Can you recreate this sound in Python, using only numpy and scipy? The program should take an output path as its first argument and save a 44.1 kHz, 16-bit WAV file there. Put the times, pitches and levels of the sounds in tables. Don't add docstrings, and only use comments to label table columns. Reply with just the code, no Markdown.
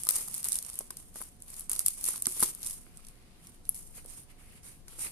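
import sys
import numpy as np
from scipy import signal
from scipy.fft import rfft, irfft, next_fast_len
from scipy.io import wavfile
from scipy.ndimage import uniform_filter1d, map_coordinates

SR = 44100
rng = np.random.default_rng(int(sys.argv[2]) if len(sys.argv) > 2 else 0)


def wrap_up_sound(samples):
    columns = np.atleast_2d(samples).T
    tamed = np.clip(columns, -1, 1)
    steps = np.round(tamed * 32767).astype(np.int16)
    wavfile.write(sys.argv[1], SR, steps)


N = 225527


def amp(db):
    return 10 ** (np.asarray(db) / 20)


def unit(x):
    return x / np.sqrt(np.mean(x ** 2) + 1e-20)


def along(points, hz):
    f, v = np.transpose(points)
    return np.interp(np.log(hz + 1), np.log(f + 1), v)


def wobble(rate):
    knots = rng.standard_normal(int(N * rate / SR) + 4)
    return map_coordinates(knots, [np.arange(N) * rate / SR])


def filtered(x, response):
    m = next_fast_len(N + SR // 2)
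    return irfft(rfft(x, m) * response(np.fft.rfftfreq(m, 1 / SR)), m)[..., :N]


def struck(x, spectrum, size=4096):
    level_db = np.maximum(along(spectrum, np.fft.rfftfreq(size, 1 / SR)), -110)
    cepstrum = irfft(np.log(amp(level_db)), size)
    cepstrum[1:size // 2] *= 2
    cepstrum[size // 2 + 1:] = 0
    pulse = irfft(np.exp(rfft(cepstrum)), size)
    return signal.fftconvolve(x, pulse[None] / np.abs(pulse).max(), axes=1)[:, :N]


# (frequency [Hz], correlation [-1 to 1])
LEFT_RIGHT_LIKENESS = [(25, 0.25), (60, 0.5), (130, 0.66), (290, 0.78), (640, 0.1), (1400, 0.2),
                       (3000, -0.14), (7000, -0.18)]


def rush(spectrum, patchy_db):
    z = signal.stft(rng.standard_normal((2, N)), nperseg=512)[2]
    field = rng.standard_normal(z.shape[1:])
    field = uniform_filter1d(uniform_filter1d(field, 6, 0), 8, 1)
    pair = signal.istft(z * amp(patchy_db * unit(field)), nperseg=512)[1][:, :N]

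    def mid_side_gains(hz):
        turn = np.arccos(np.clip(along(LEFT_RIGHT_LIKENESS, hz), -1, 1)) / 2
        return amp(along(spectrum, hz)) * [np.cos(turn), np.sin(turn)]

    mid, side = filtered(pair, mid_side_gains)
    return unit(np.array([mid + side, mid - side]))


def spikes(s, size, lag):
    at = [np.clip(np.round((s + side * lag / 2) * SR).astype(int), 0, N - 1) for side in (-1, 1)]
    return np.array([np.bincount(i.ravel(), g.ravel(), N) for i, g in zip(at, size)])


def sides(pan_db):
    return amp(np.array([pan_db / 2, -pan_db / 2]))


# (frequency [Hz], relative level [dB per Hz])
ROOM_RUMBLE = [(11, -22), (20, 6.5), (33, -10.5), (48, -9), (87, -13.5), (134, -13.5), (241, -17.5),
               (300, -22), (730, -31), (1820, -39), (2270, -42), (5170, -41.5), (9210, -40), (14200, -47),
               (14600, -110)]
# (frequency [Hz], level [dB])
FAINT_TONE = (721, -80)
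RUMBLE_DB = -54.5


def background():
    hz, level_db = FAINT_TONE
    tone_gain = amp(level_db + 0.83 * wobble(5.75)) * np.sqrt(2)
    tone = tone_gain * np.sin(2 * np.pi * hz * np.arange(N) / SR + 0.41 * wobble(17))
    return amp(RUMBLE_DB + .4 * wobble(2)) * rush(ROOM_RUMBLE, patchy_db=.7) + tone


def creases(count):
    u = rng.random((count, 5))
    strength_db = np.minimum(-4.5 * np.log(u[:, 1]), 10.5)
    size = amp(strength_db) * np.sign(u[:, 2] - .5) * sides(8 * (u[:, 3] - .5))
    ticks = spikes(u[:, 0] * N / SR, size, .0007 * (u[:, 4] - .5))
    return ticks * amp(3 * wobble(150))


def swells(rows, slower):
    s, hold, db, rise, fall = np.transpose(rows)[:5, :, None]
    t = np.arange(0, N / SR + .001, .001) - s
    away = np.maximum(np.maximum((t - hold) / fall, -t / rise), 0)
    return amp(db - 20 / slower * away) ** 2


# (peak time [s], hold [s], rustle level [dB],
# rise [s per 20 dB], fall [s per 20 dB], box body over the rustle [dB])
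FILM_TUGS = [(.0, .06, -43, .05, .1, -17), (.097, .065, -25.5, .012, .06, -18),
             (.195, .025, -35, .1, .1, -18), (.31, .02, -47, .1, .1, -16), (.375, .025, -39, .12, .04, -19),
             (.445, .01, -37, .025, .07, -14), (.52, .035, -37, .15, .12, -21),
             (.65, .14, -47.5, .1, .13, -13), (.8, .02, -52, .03, .14, -18), (.91, .02, -56, .02, .2, -8),
             (.97, .03, -51, .02, .09, -17), (1.088, .005, -58, .12, .1, -21),
             (1.162, .05, -44, .03, .12, -16), (1.425, .01, -58, .04, .15, -19),
             (1.485, .03, -50, .03, .15, -12), (1.59, .015, -44, .15, .09, -17),
             (1.698, .037, -39, .006, .17, -16), (1.801, .005, -42, .08, .1, -23),
             (1.867, .005, -31.5, .025, .12, -42), (1.985, .04, -45, .04, .1, -15),
             (2.07, .025, -31.5, .07, .12, -18), (2.14, .01, -42, .1, .12, -19),
             (2.228, .02, -46, .01, .1, -20), (2.28, .03, -38, .03, .15, -20),
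             (2.37, .04, -37, .12, .1, -20), (2.43, .005, -26, .04, .06, -19),
             (2.47, .025, -36, .04, .05, -18), (2.55, .05, -51.5, .05, .1, -13),
             (2.63, .01, -47, .03, .1, -10), (2.66, .04, -40, .05, .15, -21),
             (2.97, .01, -59, .1, .13, -12), (3.078, .005, -58, .12, .14, -13),
             (3.44, .06, -58, .08, .17, -11), (3.66, .02, -58, .03, .1, -20), (3.7, .01, -53, .03, .2, -23),
             (3.752, .02, -46, .02, .2, -24)]
# (peak time [s], hold [s], rustle level [dB],
# rise [s per 20 dB], fall [s per 20 dB], box body over the rustle [dB], scuff over the rustle [dB])
CARD_SLIDES = [(2.9, .55, -72, .3, .3, 2, -3), (3.955, .025, -47, .04, .07, -17, -22),
               (3.98, .015, -60, .03, .03, -8, -2), (4.085, .11, -49, .06, .08, -15, -24),
               (4.303, .01, -58, .03, .035, -7, -4), (4.4, .01, -60, .03, .05, -8, -2),
               (4.44, .14, -60.5, .15, .06, -7, -7), (4.645, .05, -50, .025, .12, -12, -18),
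               (4.885, .08, -57, .03, .1, -8, -22), (4.93, .01, -55, .04, .05, -8, -20),
               (5.008, .03, -35.5, .04, .08, -18, -24), (5.05, .015, -38, .05, .06, -13, -14)]
# (rustle level [dB], body level [dB], scuff level [dB])
IDLE_LEVELS = (-77, -75, -84)
TUG_SCUFF_DB = -28
GRAINY_FILM, GRAINY_CARD = .52, .35
LINGER = 1.15


def motion():
    film, card = swells(FILM_TUGS, 1).sum(0), swells(CARD_SLIDES, 1).sum(0)
    tugs, slides = swells(FILM_TUGS, LINGER), swells(CARD_SLIDES, LINGER)
    film_body = np.transpose(FILM_TUGS)[5]
    card_body, card_scuff = np.transpose(CARD_SLIDES)[5:]
    rustle = film + card
    body = amp(2 * film_body) @ tugs + amp(2 * card_body) @ slides
    scuff = amp(2 * TUG_SCUFF_DB) * tugs.sum(0) + amp(2 * card_scuff) @ slides
    levels = [10 * np.log10(p + amp(2 * idle)) for p, idle in zip([rustle, body, scuff], IDLE_LEVELS)]
    share = (GRAINY_FILM * film + GRAINY_CARD * card) / (film + card + 1e-30)
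    ms = np.arange(N) / SR * 1000
    return [np.interp(ms, np.arange(len(film)), curve) for curve in levels + [share]]


# (frequency [Hz], relative level [dB per Hz])
RUSTLE_COLOR = [(1500, -30.5), (4500, -17.5), (7800, -9.5), (9100, 0), (10000, -4.5), (11100, -2),
                (12200, -11), (14200, -14.5), (14500, -77), (15000, -105)]
# (frequency [Hz], relative level [dB per Hz])
BODY_COLOR = [(250, -8.5), (450, -6), (700, -10), (1150, -4), (1800, -7.5), (3000, -5), (5000, -5.5),
              (7500, -35), (14000, -87)]
# (frequency [Hz], relative level [dB per Hz])
SCUFF_COLOR = [(500, -63), (1500, -8), (2200, 0), (2900, -4), (4500, -39.5), (14000, -90)]
LEAN_DB = -.7


def handling():
    rustle_db, body_db, scuff_db, share = motion()
    share = np.clip(share, 0, 1)

    def crackle_and_hiss(ticks, color):
        crackle = unit(struck(ticks, color))
        return np.sqrt(share) * crackle + np.sqrt(1 - share) * rush(color, patchy_db=2)

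    film, card = creases(count=12000), creases(count=5000)
    flutter = amp(.8 * wobble(60))
    balance = sides(LEAN_DB + 2 * wobble(15))
    rustle = amp(rustle_db) * balance * crackle_and_hiss(film, RUSTLE_COLOR)
    body = amp(body_db) * crackle_and_hiss(film + card, BODY_COLOR)
    scuff = amp(scuff_db) * crackle_and_hiss(card, SCUFF_COLOR)
    return flutter * (rustle + body + scuff)


SMALL_DB, SMALL_SPREAD_MS, SMALL_DULL_DB = 2.5, .5, -22


def small_snaps(count):
    s, g = rng.uniform(0, N / SR, count), rng.standard_normal((count, 4))
    film = swells(FILM_TUGS, 1).sum(0)[(s * 1000).astype(int)]
    db = 10 * np.log10(film + 1e-30) + SMALL_DB + 2.5 * g[:, 0]
    spread_ms = SMALL_SPREAD_MS * np.exp(.3 * g[:, 2])
    return np.transpose([s, db, 4 * g[:, 1], spread_ms, SMALL_DULL_DB + 5 * g[:, 3]])


# (time [s], strength [dB], left-right [dB], spread [ms], dull part [dB])
LOUD_SNAPS = [(.036, -17, -5.5, .46, -21), (.052, -21, -6.5, .4, -30), (.0701, -19.5, -1.5, .7, -20),
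              (.079, -29, 0, 1, -24), (.0905, -3, 2.5, .8, -19), (.0995, -19, 3, 1, -25),
              (.1072, -13, 4.5, 1, -28), (.109, -5.5, 5.5, .8, -23), (.1225, -20, 4, 1.5, -24),
              (.1365, -21, 4, .8, -24), (.1455, -20, 4, 1, -24), (.1573, -17, 7, 2.2, -21),
              (.167, -20, 4, .5, -26), (.209, -26, 0, .8, -18), (.278, -28, -3, .8, -22),
              (.284, -23, -4, .69, -23), (.3432, -20, 2.5, .9, -21), (.3484, -17, -5, .4, -28),
              (.3805, -25, 0, .8, -24), (.405, -27, 0, .5, -22), (.4305, -24, 0, .5, -20),
              (.444, -18, -3.5, .76, -21), (.449, -21, 3, .9, -28), (.4562, -21, 3.5, .78, -19),
              (.4715, -24, 4, 1.4, -28), (.4867, -14.5, -.5, .65, -20), (.4953, -22, 0, .45, -25),
              (.5211, -12.5, -5, .48, -19.5), (.5306, -16, -7.5, .82, -22), (.5437, -19, 0, .47, -28),
              (.5564, -15, -.5, .7, -20), (.5675, -27, 0, .5, -24), (.5881, -19.5, -1.5, .82, -18.5),
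              (.627, -21, -.5, .47, -23), (.6492, -30, -6.5, .83, -16), (.665, -30, -2, 1.2, -24),
              (.693, -33, 0, .6, -15), (.7004, -22, -2.5, .39, -21), (.733, -31, -4, .7, -22),
              (.7414, -29, -3, 1.1, -25), (.7562, -27, 3, .58, -27), (.7904, -14, -.5, .48, -30.5),
              (.809, -34, .5, .74, -12), (.907, -23.5, 2.5, .7, -18.5), (.9704, -28, 3, .8, -19),
              (1.143, -40, 0, .8, -22), (1.159, -31, 1.5, .89, -22), (1.2165, -28.5, 4.5, .59, -35),
              (1.2246, -30, 5, .91, -24), (1.237, -34, 3, .8, -22), (1.404, -46, 0, 1, -22),
              (1.4228, -28, -3.5, .43, -30), (1.4818, -35, -1, .55, -18), (1.5031, -31.5, 2, 1.4, -26),
              (1.5424, -31.5, 5, .54, -15.5), (1.566, -33, 3, .7, -22), (1.5957, -23.5, 2, .81, -30),
              (1.6085, -25, 4.5, .54, -24), (1.6963, -12, -.5, .46, -29), (1.7005, -26, 0, .5, -26),
              (1.7162, -12.5, -.5, .44, -24), (1.7208, -25, 0, .8, -24), (1.733, -17.5, 2.5, .85, -22.5),
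              (1.7533, -22, 2.5, .51, -18), (1.7628, -24, -4.5, .67, -17), (1.7934, -8.5, -4, .54, -21),
              (1.8048, -19, -1.5, .37, -29), (1.8082, -26, 0, .5, -25), (1.8627, -5, 2, .55, -26.5),
              (1.8657, -15, -2, .95, -18), (1.8837, -4, 2.5, .5, -24.5), (2.012, -27, 4.5, .5, -19),
              (2.031, -30, 2, .6, -24), (2.036, -28, 2, .6, -24), (2.0418, -17.5, 3.5, 1.2, -21),
              (2.054, -19, 2.5, .58, -22), (2.0632, -16, 0, .48, -29), (2.0788, -15.5, -1, .68, -23),
              (2.0868, -13, -3, .6, -25), (2.0896, -17, -6, .82, -30), (2.107, -23, 1, .8, -24),
              (2.1595, -22.5, 1, .84, -17), (2.17, -30, 0, 1.5, -24), (2.1793, -23, -1, .4, -22),
              (2.1905, -33, 0, .7, -24), (2.2233, -12, 1, .55, -27.5), (2.252, -29, 0, .5, -20),
              (2.2571, -22, 0, .8, -9), (2.2693, -9.5, -6, .55, -21), (2.2925, -25, 0, .7, -24),
              (2.299, -26, 0, .6, -24), (2.323, -23, 1, 1.1, -24), (2.3963, -17, 2, .47, -27),
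              (2.4, -19, 0, .4, -20), (2.4052, -15, -.5, .91, -35), (2.4098, -20, 0, .4, -20),
              (2.417, -22, 0, .8, -24), (2.4283, -9.5, -1, 1.1, -20), (2.4335, -10, -2.5, .6, -20),
              (2.4355, -10, -3, .7, -22), (2.4376, -14, -2, .5, -22), (2.4444, -17, 0, .5, -22),
              (2.4605, -22, 0, .9, -18), (2.488, -25, 2, 1.5, -24), (2.55, -26, 5.5, .6, -24),
              (2.576, -40, 0, 1, -24), (2.6055, -40, 0, .4, -24), (2.62, -32, -1.5, .97, -20),
              (2.6312, -26.5, 6.5, .81, -13.5), (2.638, -32, 0, .7, -16), (2.6475, -28, -3, .8, -18),
              (2.66, -31, -3, .7, -24), (2.6637, -16, -6.5, .25, -22), (2.6655, -22, -5, .5, -22),
              (2.6717, -16, -7.5, .3, -23), (2.6748, -27, -4, .5, -24), (2.6985, -27, 0, .8, -20),
              (2.7092, -25, -.5, .74, -20), (2.72, -32, 0, .4, -24), (2.731, -31, -1, .6, -20),
              (2.7355, -31, 0, .6, -22), (2.9731, -32.5, -9, .41, -23), (3.05, -43, -5, .69, -12),
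              (3.0684, -36.5, -4, 1, -18), (3.0858, -37, 0, .81, -16), (3.471, -36, -1, .9, -17),
              (3.654, -39, -5, .5, -15.5), (3.6928, -5.5, 4, .12, -40), (3.697, -24, 2, .15, -40),
              (3.7464, -29, 2, 1, -22), (3.754, -34, 2, 1, -24), (3.762, -34, 2, 1, -24),
              (3.778, -36, 2, 1, -24), (4.046, -42, 2, .7, -22), (4.061, -35, 3.5, .8, -22),
              (4.634, -42, -1, .8, -17), (4.8827, -37.5, 2.5, .97, -11), (4.993, -30, -3, .5, -17)]
# (frequency [Hz], relative level [dB per Hz])
SNAP_COLOR = [(4000, -66), (6300, -14), (8000, -4.5), (9000, 1.5), (10000, -2), (11000, -0.5),
              (12000, -9.5), (13500, -27), (15000, -57.5)]
# (frequency [Hz], relative level [dB per Hz])
TAUT_COLOR = [(5000, -67), (7800, -24), (8900, -11), (9700, -0.5), (10800, -0.5), (11500, -5), (14000, -34),
              (16500, -75)]
# (frequency [Hz], relative level [dB per Hz])
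DULL_COLOR = [(600, -34), (1200, -9), (2500, -4.5), (4500, 6), (7000, 11), (10000, -54.5), (14000, -84)]
# (frequency [Hz], relative level [dB per Hz])
EDGE_COLOR = [(9000, -52), (12000, -3.5), (13900, -4), (14500, -16), (15500, -24), (16600, -37)]
EDGE_DB, EDGE_GROWS, EDGE_GAINS_LEFT = -12.5, .2, .7
FADE_DB = 1.6


def snaps():
    rows = np.vstack([LOUD_SNAPS, small_snaps(count=150)])
    s, db, pan_db, spread_ms, dull_db = rows.T[..., None]
    u = rng.random((len(s), 4, 20))
    minor = np.arange(20) > 0
    spread = np.clip(spread_ms / 1000, .0001, .004)
    direction = np.where(u[:, 3] < .25, -.5, 1.7)
    offset = (.0003 / 1.7 - np.log(u[:, 0]) * spread) * direction * minor
    brief_db = -18 * np.log10(np.minimum(spread / 0.00078, 1))
    weaker_db = 1.1 + 8 * u[:, 1] + FADE_DB * np.abs(offset) / spread + brief_db
    size = amp(db - 1.7 - minor * weaker_db) * np.sign(u[:, 2] - .5) * sides(pan_db)
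    lag = .00004 * pan_db + .0002 * (u[:, 2] - u[:, 1]) * minor
    taut = np.clip((-dull_db - 30) / 8, .01, .99)
    loose_db = 10 * np.log10(1 - taut)
    edge_db = EDGE_DB + EDGE_GROWS * db + EDGE_GAINS_LEFT * pan_db + loose_db
    parts = [(SNAP_COLOR, loose_db), (TAUT_COLOR, 10 * np.log10(taut) + 1.1),
             (DULL_COLOR, dull_db + 8), (EDGE_COLOR, edge_db)]
    when = s - .0004 + offset
    return sum(struck(spikes(when, size * amp(part_db), lag), color) for color, part_db in parts)


SMALL_KNOCK_DB, SMALL_DEEP_DB = 1, -12


def small_knocks(count):
    s, g = rng.uniform(0, N / SR, count), rng.standard_normal((count, 4))
    db = motion()[1][(s * SR).astype(int)] + SMALL_KNOCK_DB + 3 * g[:, 0]
    deep_db, low_db = SMALL_DEEP_DB + 4 * g[:, 1], SMALL_DEEP_DB + 4 * g[:, 2]
    return np.transpose([s, db, deep_db, low_db, 3 * g[:, 3]])


# (time [s], strength [dB], deep modes [dB], low modes [dB], high modes [dB])
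BOX_KNOCKS = [(.0685, -37, -23, -17, 3), (.09, -38, -6, -5, 8), (.094, -42, -8, -8, 6),
              (.108, -36, -6, -3, 4), (.21, -47, -10, -4, 0), (.28, -41, -19, -30, -1),
              (.455, -47, -13, -20, 6), (.699, -52, -14, -10, 0), (.807, -40, -18, -3, -7),
              (.905, -37, -13, -17, -3), (1.158, -43, -4, -4, 4), (1.206, -43, -11, -6, 0),
              (1.215, -37, -20, -30, -2), (1.695, -48, -15, -21, 0), (1.713, -43, -18, -13, 0),
              (1.732, -46, -12, -16, 0), (1.76, -48, -11, -13, 0), (1.804, -44, -16, -20, 0),
              (1.863, -42, -20, -19, 0), (1.882, -44, -21, -19, 0), (1.992, -49, -8.5, -14, 0),
              (2.04, -47.5, -11, -12, 0), (2.087, -38, -10, -9, 0), (2.14, -42, -5, -14, 4),
              (2.156, -44, -19, -19, 0), (2.179, -46, -4, -18, 0), (2.269, -35, -20, -16, 7),
              (2.271, -46, 14.5, 0, 0), (2.368, -43, -12, -6, 2), (2.4, -47, -5, -3, 8),
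              (2.4265, -21.5, -8, -11, -4), (2.452, -42, 0, -6, -2), (2.865, -50, -1, -11, 0),
              (2.993, -52, -10, -10, 0), (3.979, -60, 2, 8, 0), (4.047, -58, -5, -5, 4),
              (4.051, -60, 2, 12, 0), (4.062, -60, 0, 4, 0), (4.177, -58, -8, -6, 0),
              (4.88, -50, -14, -10, 4), (4.93, -54, -12, -10, 3), (4.988, -44, -11, -8, -5),
              (5.047, -48, -18, -14, 8), (5.062, -50, -16, -14, 7)]
# (frequency [Hz], relative level [dB], time to fall 60 dB [s])
BOX_MODES = [(124, -12, .045), (245, 4, .032), (349, -6.5, .15), (430, 10, .022), (555, 7, .02),
             (710, -5, .014), (863, -3, .018), (1020, -1.5, .028), (1248, -1, .026), (1450, -3, .02),
             (2160, -4, .012)]
SOFT_DAMPS = .08
DRIFT = .15


def knocks():
    out, t = np.zeros((2, N + SR)), np.arange(SR // 10) / SR
    hardest_db = np.max(np.transpose(BOX_KNOCKS)[1])
    for s, db, deep_db, low_db, high_db in np.vstack([BOX_KNOCKS, small_knocks(count=30)]):
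        soft = amp(SOFT_DAMPS * (db - hardest_db))
        tap_modes = BOX_MODES * np.array([1 + DRIFT * (1 - soft) * rng.normal(), 1, soft])
        for hz, level, t60 in tap_modes:
            band_db = deep_db if hz < 400 else low_db if hz < 600 else high_db if hz > 1100 else 0
            ring = amp(level + band_db - 60 * t / t60) * (1 - np.exp(-t / 0.00065))
            gain = amp(db - 3 + rng.normal(0, 2) + rng.normal(0, 1.5, (2, 1)))
            turn = rng.normal(0, .6) + 2 * np.pi * hz * rng.normal(0, 0.000082, (2, 1))
            out[:, round(s * SR):][:, :len(t)] += gain * ring * np.sin(2 * np.pi * hz * t + turn)
    return out[:, :N]


# (delay [s], level [dB])
NEAR_ECHOES = [(.0009, -21), (.0032, -19.5), (.0045, -24.5)]
# (frequency [Hz], time to fall 60 dB [s])
TAIL_TIMES = [(200, 0.66), (2000, 0.1), (10000, 0.14)]


def room(x, wet_db):
    hz, t, z = signal.stft(rng.standard_normal((2, SR // 2)), SR, nperseg=256)
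    decay = amp(-60 * t / along(TAIL_TIMES, hz)[:, None])
    tail = signal.istft(z * decay, SR, nperseg=256)[1]
    answer = np.pad(amp(wet_db) * tail / np.linalg.norm(tail[0]), ((0, 0), (300, 0)))
    answer[:, 0] = 1
    for s, db in NEAR_ECHOES:
        answer[[0, 1], np.round(SR * s * np.array([1, 1.15])).astype(int)] += amp(db)
    return signal.fftconvolve(x, answer, axes=1)[:, :N]


def scene():
    hits = room(snaps() + knocks(), wet_db=-20.5)
    rustle = room(handling(), wet_db=-15)
    return hits + rustle + background()


# (frequency [Hz], left-right [dB])
PORT_BALANCE = [(5000, 0), (7000, -1.5), (8900, -8), (9800, 0), (11000, 7.5), (12500, 6), (15000, 3)]
TOP_HZ = 16650


def record(dry):
    def port_gains(hz):
        balance_db = along(PORT_BALANCE, hz) * np.array([[-1], [1]])
        return np.sqrt(2 / (1 + amp(2 * balance_db)))

    ports = filtered(dry, port_gains)
    loudness = uniform_filter1d(np.abs(ports).max(0), 64)
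    over = np.maximum(loudness / amp(-16), 1)
    keep = np.exp(-1 / (.06 * SR))
    duck = np.abs(signal.lfilter([1 - keep], [1, -keep], np.log(over)))
    return filtered(ports * np.exp(-40 * duck), lambda hz: hz < TOP_HZ)


dry = scene()
out = record(dry)
wrap_up_sound(out)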